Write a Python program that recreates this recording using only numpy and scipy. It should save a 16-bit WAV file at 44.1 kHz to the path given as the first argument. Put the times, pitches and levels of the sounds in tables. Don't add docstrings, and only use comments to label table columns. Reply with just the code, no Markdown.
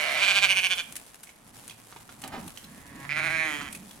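import sys
import numpy as np
from scipy import signal
from scipy.fft import rfft, irfft, next_fast_len
from scipy.io import wavfile
from scipy.ndimage import map_coordinates

SR = 44100
rng = np.random.default_rng(int(sys.argv[2]) if len(sys.argv) > 2 else 0)


def materialize(psi):
    bounded = np.clip(np.atleast_2d(psi).T, -1, 1)
    quanta = np.round(bounded * 32767).astype(np.int16)
    wavfile.write(sys.argv[1], SR, quanta)


N = 176400

# frequency in Hz, left minus right in dB.
NEAR_SHEEP_LEAN = [(60, 6), (180, -9), (550, 3), (1650, -9), (4970, -4), (15000, 4)]


def amp(db):
    return 10 ** (np.asarray(db) / 20)


def unit(x):
    return x / np.sqrt(np.mean(x ** 2) + 1e-20)


def clock():
    return np.arange(N) / SR


def along(points, hz):
    knots_hz, values = np.transpose(points)
    return np.interp(np.log(hz + 1), np.log(knots_hz + 1), values)


def curves(rows):
    times, *columns = np.transpose(rows)
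    return [np.interp(clock(), times, column) for column in columns]


def gate(start, end):
    return np.clip(np.minimum(clock() - start, end - clock()) * 200 + 1, 0, 1)


def wobble(rate):
    return map_coordinates(rng.standard_normal(4096), [clock() * rate], mode="wrap")


def pair(apart):
    mid, side = rng.standard_normal((2, N))
    return np.array([mid + apart * side, mid - apart * side])


def add(track, start, sound):
    i = max(0, round(start * SR))
    track[..., i:i + sound.shape[-1]] += sound[..., :max(0, N - i)]


def bursts(rows, attack_s):
    out, t = np.zeros(N), np.arange(SR // 2) / SR
    for start, db, t60 in rows:
        add(out, start - attack_s, amp(db - 60 * t / t60) * (1 - np.exp(-t / attack_s)))
    return out


def filtered(x, response):
    size = next_fast_len(N + 8192)
    return irfft(rfft(x, size) * response(np.fft.rfftfreq(size, 1 / SR)), size)[..., :N]


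def colour(x, points):
    size = next_fast_len(N + 8192)
    gain = unit(amp(along(points, np.fft.rfftfreq(size, 1 / SR))))
    cepstrum = irfft(np.log(gain + 1e-6), size)
    cepstrum[1:size // 2] *= 2
    cepstrum[size // 2 + 1:] = 0
    return irfft(rfft(x, size) * np.exp(rfft(cepstrum)), size)[..., :N]


def yard(x, wet_db, scatter_db=1, lean=None):
    # frequency in Hz, t60 in seconds.
    echo_t60 = [(150, 1), (1200, 0.4), (2500, 0.41), (10000, 0.14)]
    # frequency in Hz, left minus right in dB.
    yard_lean = [(110, -4), (380, -6), (700, 2.5), (2380, -12), (8000, -0.5)]
    # frequency in Hz, phase lead in radians.
    left_lead = [(200, 0.034), (1300, 0.5), (2400, 1), (9000, 0.93)]
    lean = yard_lean if lean is None else lean
    hz, t, spectra = signal.stft(rng.standard_normal((2, SR // 2)), SR, nperseg=256)
    tail = signal.istft(spectra * amp(-60 * t / along(echo_t60, hz)[:, None]), SR, nperseg=256)[1]
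    age = np.arange(tail.shape[1]) / SR
    tail *= 1 - np.exp(-age / 0.0018)
    tail *= amp(wet_db) / np.linalg.norm(tail[0])
    scatter = rng.standard_normal(len(age)) * amp(-60 * age / .022)
    scatter *= 1 - np.exp(-age / 0.0021)
    scatter *= amp(scatter_db) / np.linalg.norm(scatter)
    reflections = tail + scatter * [[1], [.35]]
    both = x + signal.fftconvolve(x[None], reflections, axes=1)[:, :N]
    sides = np.array([[.5], [-.5]])
    return filtered(both, lambda f: amp(sides * along(lean, f)) * np.exp(1j * sides * along(left_lead, f)))


def background():
    # frequency in Hz, relative level in dB.
    air_spectrum = [(25, -17), (230, 19), (900, 19), (3200, 8.5), (8000, -11)]
    murmur_spectrum = [(25, -10.5), (60, -3.5), (280, -0.5), (420, -18), (900, -14.5), (3000, -56)]
    # time in seconds, relative level in dB.
    murmur_levels = [(0, -56.5), (1.3, -63), (2.15, -60.5), (2.35, -49), (2.55, -56), (3, -50), (4, -55)]
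    db, = curves(murmur_levels)
    air = amp(-63) * colour(pair(0.8), air_spectrum)
    murmur = colour(pair(0.24) * amp(db + 2.2 * wobble(13)), murmur_spectrum)
    return air + murmur * amp([[-1], [1]])


def rumbles():
    # start and length in seconds, first and last pitch in Hz, relative level in dB,
    # roughness as a fraction of the pitch.
    hums = [(0.294, 0.31, 155, 138.7, -51, 0.01), (1.426, 0.66, 112, 110, -60.5, 0),
            (2.338, 0.15, 255, 163, -44, 0.06), (2.625, 0.18, 180, 186, -50, 0.21),
            (2.906, 0.14, 190, 192, -47, 0.3), (3.017, 0.44, 142, 141, -44.5, 0),
            (3.683, 0.22, 225, 176.7, -46.5, 0.13)]
    out = np.zeros(N)
    for start, length, first_hz, last_hz, db, rough in hums:
        progress = np.clip((clock() - start) / length, 0, 1)
        hz = (first_hz + (last_hz - first_hz) * progress) * (1 + rough * wobble(90))
        phase = 2 * np.pi * np.cumsum(hz) / SR
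        level = amp(db + 0.73 * wobble(25.7)) * np.abs(np.sin(np.pi * progress)) ** 0.27
        out += level * (np.sin(phase) + 0.18 * np.sin(2 * phase))
    return out * amp([[-1.5], [1.5]])


def crunches():
    # time in seconds, relative level in dB, t60 in seconds.
    icy_steps = [(.924, -36.5, 0.034), (.955, -38, 0.11), (.964, -29.5, 0.03), (1.232, -41, 0.088),
                 (1.679, -31, 0.016), (1.69, -61, 0.078), (2.217, -38.5, 0.058), (2.277, -34, 0.032),
                 (2.479, -35, 0.028), (3.726, -37, 0.064), (3.748, -41, 0.12)]
    # time in seconds, relative level in dB.
    shuffling = [(0.8, -46.5), (0.94, -51), (1.4, -59.5), (1.6, -51), (1.8, -55), (4.0, -53)]
    # frequency in Hz, relative level in dB.
    ice_spectrum = [(100, -20), (2500, 11.5), (5000, 5.5), (10000, 16), (15500, -2.5)]
    straw_spectrum = [(200, 1.5), (800, 4.5), (5000, -1.5), (10500, 3), (15500, -10.5)]
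    ice = pair(.6) * bursts(icy_steps, attack_s=.0006) * unit(amp(3 * wobble(900)))
    db, = curves(shuffling)
    grains = unit(amp(3.8 * wobble(700) + 2 * wobble(45) + .9 * wobble(9)))
    straw = pair(0.77) * grains * amp(db - 0.5)
    return colour(ice, ice_spectrum) + colour(straw, straw_spectrum)


def hooves():
    # start in seconds, relative level in dB, pitch in Hz.
    taps = [(1.273, -41.5, 2190), (1.292, -38, 2110), (1.697, -33, 3060), (1.709, -36, 2350),
            (1.925, -35, 1140), (1.963, -33.5, 870), (2.092, -34.5, 1280), (2.239, -28.5, 2880),
            (2.478, -39.5, 1080), (2.574, -30, 2910), (2.643, -36.5, 3850), (3.613, -27, 1230),
            (3.749, -35, 2362), (3.91, -39.5, 3144)]
    # ratio to the pitch, relative level in dB, t60 in seconds.
    modes = [(1.067, 6, 0.013), (0.58, -20.5, 0.0049), (1.4, -2.5, 0.0079)]
    out, t = np.zeros(N), np.arange(SR // 8) / SR
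    for start, db, hz in taps:
        ring = sum(amp(mode_db - 60 * t / t60) * np.sin(2 * np.pi * hz * ratio * t)
                   for ratio, mode_db, t60 in modes)
        band = signal.butter(2, [hz / 2, hz * 4.1], "band", fs=SR)
        scuff = unit(signal.lfilter(*band, rng.standard_normal(len(t)))) * amp(-60 * t / 0.061)
        add(out, start, amp(db - 7.5) * (ring + .5 * scuff))
    return yard(out, wet_db=-7.5, scatter_db=0.5)


def bumps():
    # time in seconds, relative level in dB, t60 in seconds.
    knocks = [(2.24, -38, 0.31), (2.331, -33.5, 0.33)]
    # frequency in Hz, relative level in dB.
    boards = [(30, -4), (220, 6), (470, -2.5), (750, 6), (4000, -12), (10000, -28)]
    rattle = rng.standard_normal(N) * unit(amp(1.4 * wobble(250)))
    return yard(colour(rattle * bursts(knocks, attack_s=0.013), boards), wet_db=-9)


def folds(hz, jitter, shimmer_db, rasp):
    cycles = np.cumsum(hz) / SR
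    chance = rng.standard_normal((2048, 2))[:int(cycles[-1])]
    centres = np.interp(np.arange(len(chance)) + jitter * chance[:, 0], cycles, np.arange(N))
    samples = centres.astype(int)[:, None] + np.arange(-7, 9)
    offset = samples - centres[:, None]
    shape = np.sinc(offset) * np.cos(np.pi * offset / 16) ** 2
    sizes = amp(shimmer_db * chance[:, 1:])
    pulses = np.bincount(np.clip(samples, 0, N - 1).ravel(), (shape * sizes).ravel(), N)
    puffs = rng.standard_normal(N) * np.exp(1.3 * np.cos(2 * np.pi * cycles - .9))
    return unit(unit(pulses - pulses.mean()) + rasp * unit(puffs))


def mouth(source, shapes, times):
    shares = [np.interp(clock(), times, row) for row in np.eye(len(shapes))]
    return sum(colour(source * share, shape) for share, shape in zip(shares, shapes))


def resonance(x, hz, width_hz, boost_db):
    carrier = np.exp(2j * np.pi * np.cumsum(hz * np.ones(N)) / SR)
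    pole = np.exp(-np.pi * width_hz / SR)
    ring = carrier * signal.lfilter([1 - pole], [1, -pole], x / carrier)
    return x + (amp(boost_db) - 1) * 2 * ring.real


def barn_bleats():
    # time in seconds, pitch in Hz, relative level in dB.
    hoarse_call = [(0, 154.5, -25.5), (0.124, 152, -26), (0.168, 159.3, -25.5), (.56, 140.1, -39.5)]
    far_call = [(2.64, 136.2, -57.5), (2.82, 142.9, -56), (3.03, 136.3, -44.5), (3.052, 143.8, -36),
                (3.08, 142, -66)]
    # frequency in Hz, relative gain in dB.
    hoarse_throat = [(120, -29.5), (450, -23.5), (600, -7.5), (1050, -15), (1450, -9), (1850, -10.5),
                     (2230, -0.5), (2650, -11.5), (4250, -16), (5000, -21), (12000, -34.5), (14800, -66)]
    far_throat = [(500, -16.5), (850, -1), (1500, -6), (1760, 4.5), (2050, -3), (2800, -13.5), (15000, -33)]
    hz, db = curves(hoarse_call)
    hoarse = folds(hz * (1 + .06 * wobble(50)), jitter=0.1155, shimmer_db=0.9, rasp=0.69)
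    hoarse *= amp(db - 6.5) * gate(hoarse_call[0][0], hoarse_call[-1][0])
    hz, db = curves(far_call)
    far = folds(hz, jitter=0.007, shimmer_db=1.5, rasp=.12)
    far *= amp(db - 6.5) * gate(far_call[0][0], far_call[-1][0])
    return yard(colour(hoarse, hoarse_throat), wet_db=-4.5) + yard(colour(far, far_throat), wet_db=-1.5)


def low_bleat():
    # time in seconds, pitch in Hz, relative level in dB.
    call = [(3.091, 140, -33.5), (3.128, 153.4, -30), (3.146, 154.4, -38), (3.165, 152.7, -29.5),
            (3.194, 162.2, -28.5), (3.214, 150.7, -35.5), (3.247, 164.4, -29.5), (3.276, 162.6, -29),
            (3.291, 152.3, -33.5), (3.316, 162.8, -30.5), (3.403, 159.5, -30), (3.462, 157.5, -31.5),
            (3.528, 147.5, -35.5), (3.65, 142.4, -44), (3.686, 130.5, -41.5)]
    # frequency in Hz, relative gain in dB.
    nasal = [(140, -27), (1600, -11.5), (2080, 6), (2420, 5.5), (2900, -11), (15500, -47)]
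    opened = [(140, -23), (330, -12), (480, -19.5), (640, -8), (950, -8.5), (1250, -11), (1850, -3.5),
              (2180, 5.5), (2450, 4.5), (2800, -14), (4200, -15.5), (4900, -28), (6600, -23), (7600, -32.5),
              (9200, -26), (15500, -48)]
    closed = [(140, -30), (310, 6), (520, -11), (1000, 3.5), (1950, -1.5), (2450, 7), (2800, -4),
              (3200, 4.5), (3700, -11), (9000, -17), (15500, -26)]
    # time in seconds, then vowel, upper and top resonance in Hz.
    glides = [(3.25, 1420, 5100, 9100), (3.38, 1720, 5440, 9100), (3.48, 1910, 6650, 9600)]
    hz, db = curves(call)
    shake = np.interp(clock(), [3.2, 3.34], [1, .08])
    source = folds(hz * (1 + .01 * shake * wobble(130)), jitter=.002, shimmer_db=.6, rasp=.14 + .26 * shake)
    source *= amp(db - 0.5) * gate(call[0][0], call[-1][0])
    voice = mouth(source, [nasal, opened, opened, closed], times=[3.13, 3.2, 3.43, 3.55])
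    vowel_hz, upper_hz, top_hz = curves(glides)
    voice = resonance(voice, vowel_hz, width_hz=137, boost_db=7.5)
    voice = resonance(voice, upper_hz, width_hz=400, boost_db=6)
    voice = resonance(voice, top_hz, width_hz=470, boost_db=6)
    return yard(voice, wet_db=-9, scatter_db=-2, lean=NEAR_SHEEP_LEAN)


def loud_bleat():
    # time of a beat in seconds, relative level in dB, pitch in Hz, dip between beats in dB.
    beats = [(0.159, -38, 189.3, -1), (0.232, -24.5, 201.2, 5), (0.297, -23, 202.2, 5),
             (0.372, -22, 200.4, 12), (0.441, -20, 200.6, 14), (0.511, -21, 195, 13.5),
             (.581, -23, 192.6, 18.5), (0.653, -23, 189.6, 12.5), (0.721, -23.5, 186.3, 23.5),
             (0.797, -28.5, 174.7, 22), (0.865, -42, 160, 15)]
    # frequency in Hz, relative gain in dB.
    wide = [(120, -40.5), (450, -28), (620, -16), (1300, -14.5), (1600, -7), (1820, -20), (2150, -9),
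            (2400, -1), (2700, -9), (3050, -3.5), (3800, -11), (4200, -10), (5000, -18), (8500, -22.5),
            (9800, -32), (12500, -34.5), (15000, -61)]
    narrowing = [(120, -39), (1000, -15.5), (1300, -22), (1550, -10.5), (1900, -17), (2280, 1), (2700, -4),
                 (2950, -0.5), (3500, -9.5), (3800, -18.5), (4200, -12.5), (4800, -20), (6550, -15),
                 (7400, -41), (8600, -15.5), (10500, -29.5), (12800, -33), (15500, -54)]
    ending = [(120, -27.5), (1300, -15), (1580, -5.5), (1900, -15.5), (2400, 1), (2720, -9.5), (3020, 1.5),
              (3450, 0.5), (3800, -17), (4200, -9.5), (4900, -16.5), (6600, -14), (7700, -27),
              (9200, -19.5), (15500, -51)]
    db, hz, dip_db = curves(beats)
    times = np.transpose(beats)[0]
    quaver_phase = 2 * np.pi * np.interp(clock(), times, np.arange(len(times)))
    dip = np.abs(np.sin(quaver_phase / 2)) ** 3.76
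    slack = np.abs(np.sin((quaver_phase + .4) / 2)) ** 2.4
    level = amp(db - 2.5 - dip_db * dip) * gate(times[0], (times[-2] + times[-1]) / 2)
    source = folds(hz * (1 - .075 * slack), jitter=.003, shimmer_db=.8, rasp=.28 + .5 * slack) * level
    voice = mouth(source, [wide, narrowing, narrowing, ending], times=[.45, .5, .66, .71])
    voice = resonance(voice, hz=2390, width_hz=100, boost_db=8.5)
    return yard(voice, wet_db=-13.0, scatter_db=-2, lean=NEAR_SHEEP_LEAN)


def scene():
    voices = loud_bleat() + low_bleat() + barn_bleats() + rumbles()
    return voices + hooves() + crunches() + bumps() + background()


def record(dry):
    top_hz = 15900
    return filtered(dry, lambda hz: hz < top_hz)


dry = scene()
out = record(dry)
materialize(out)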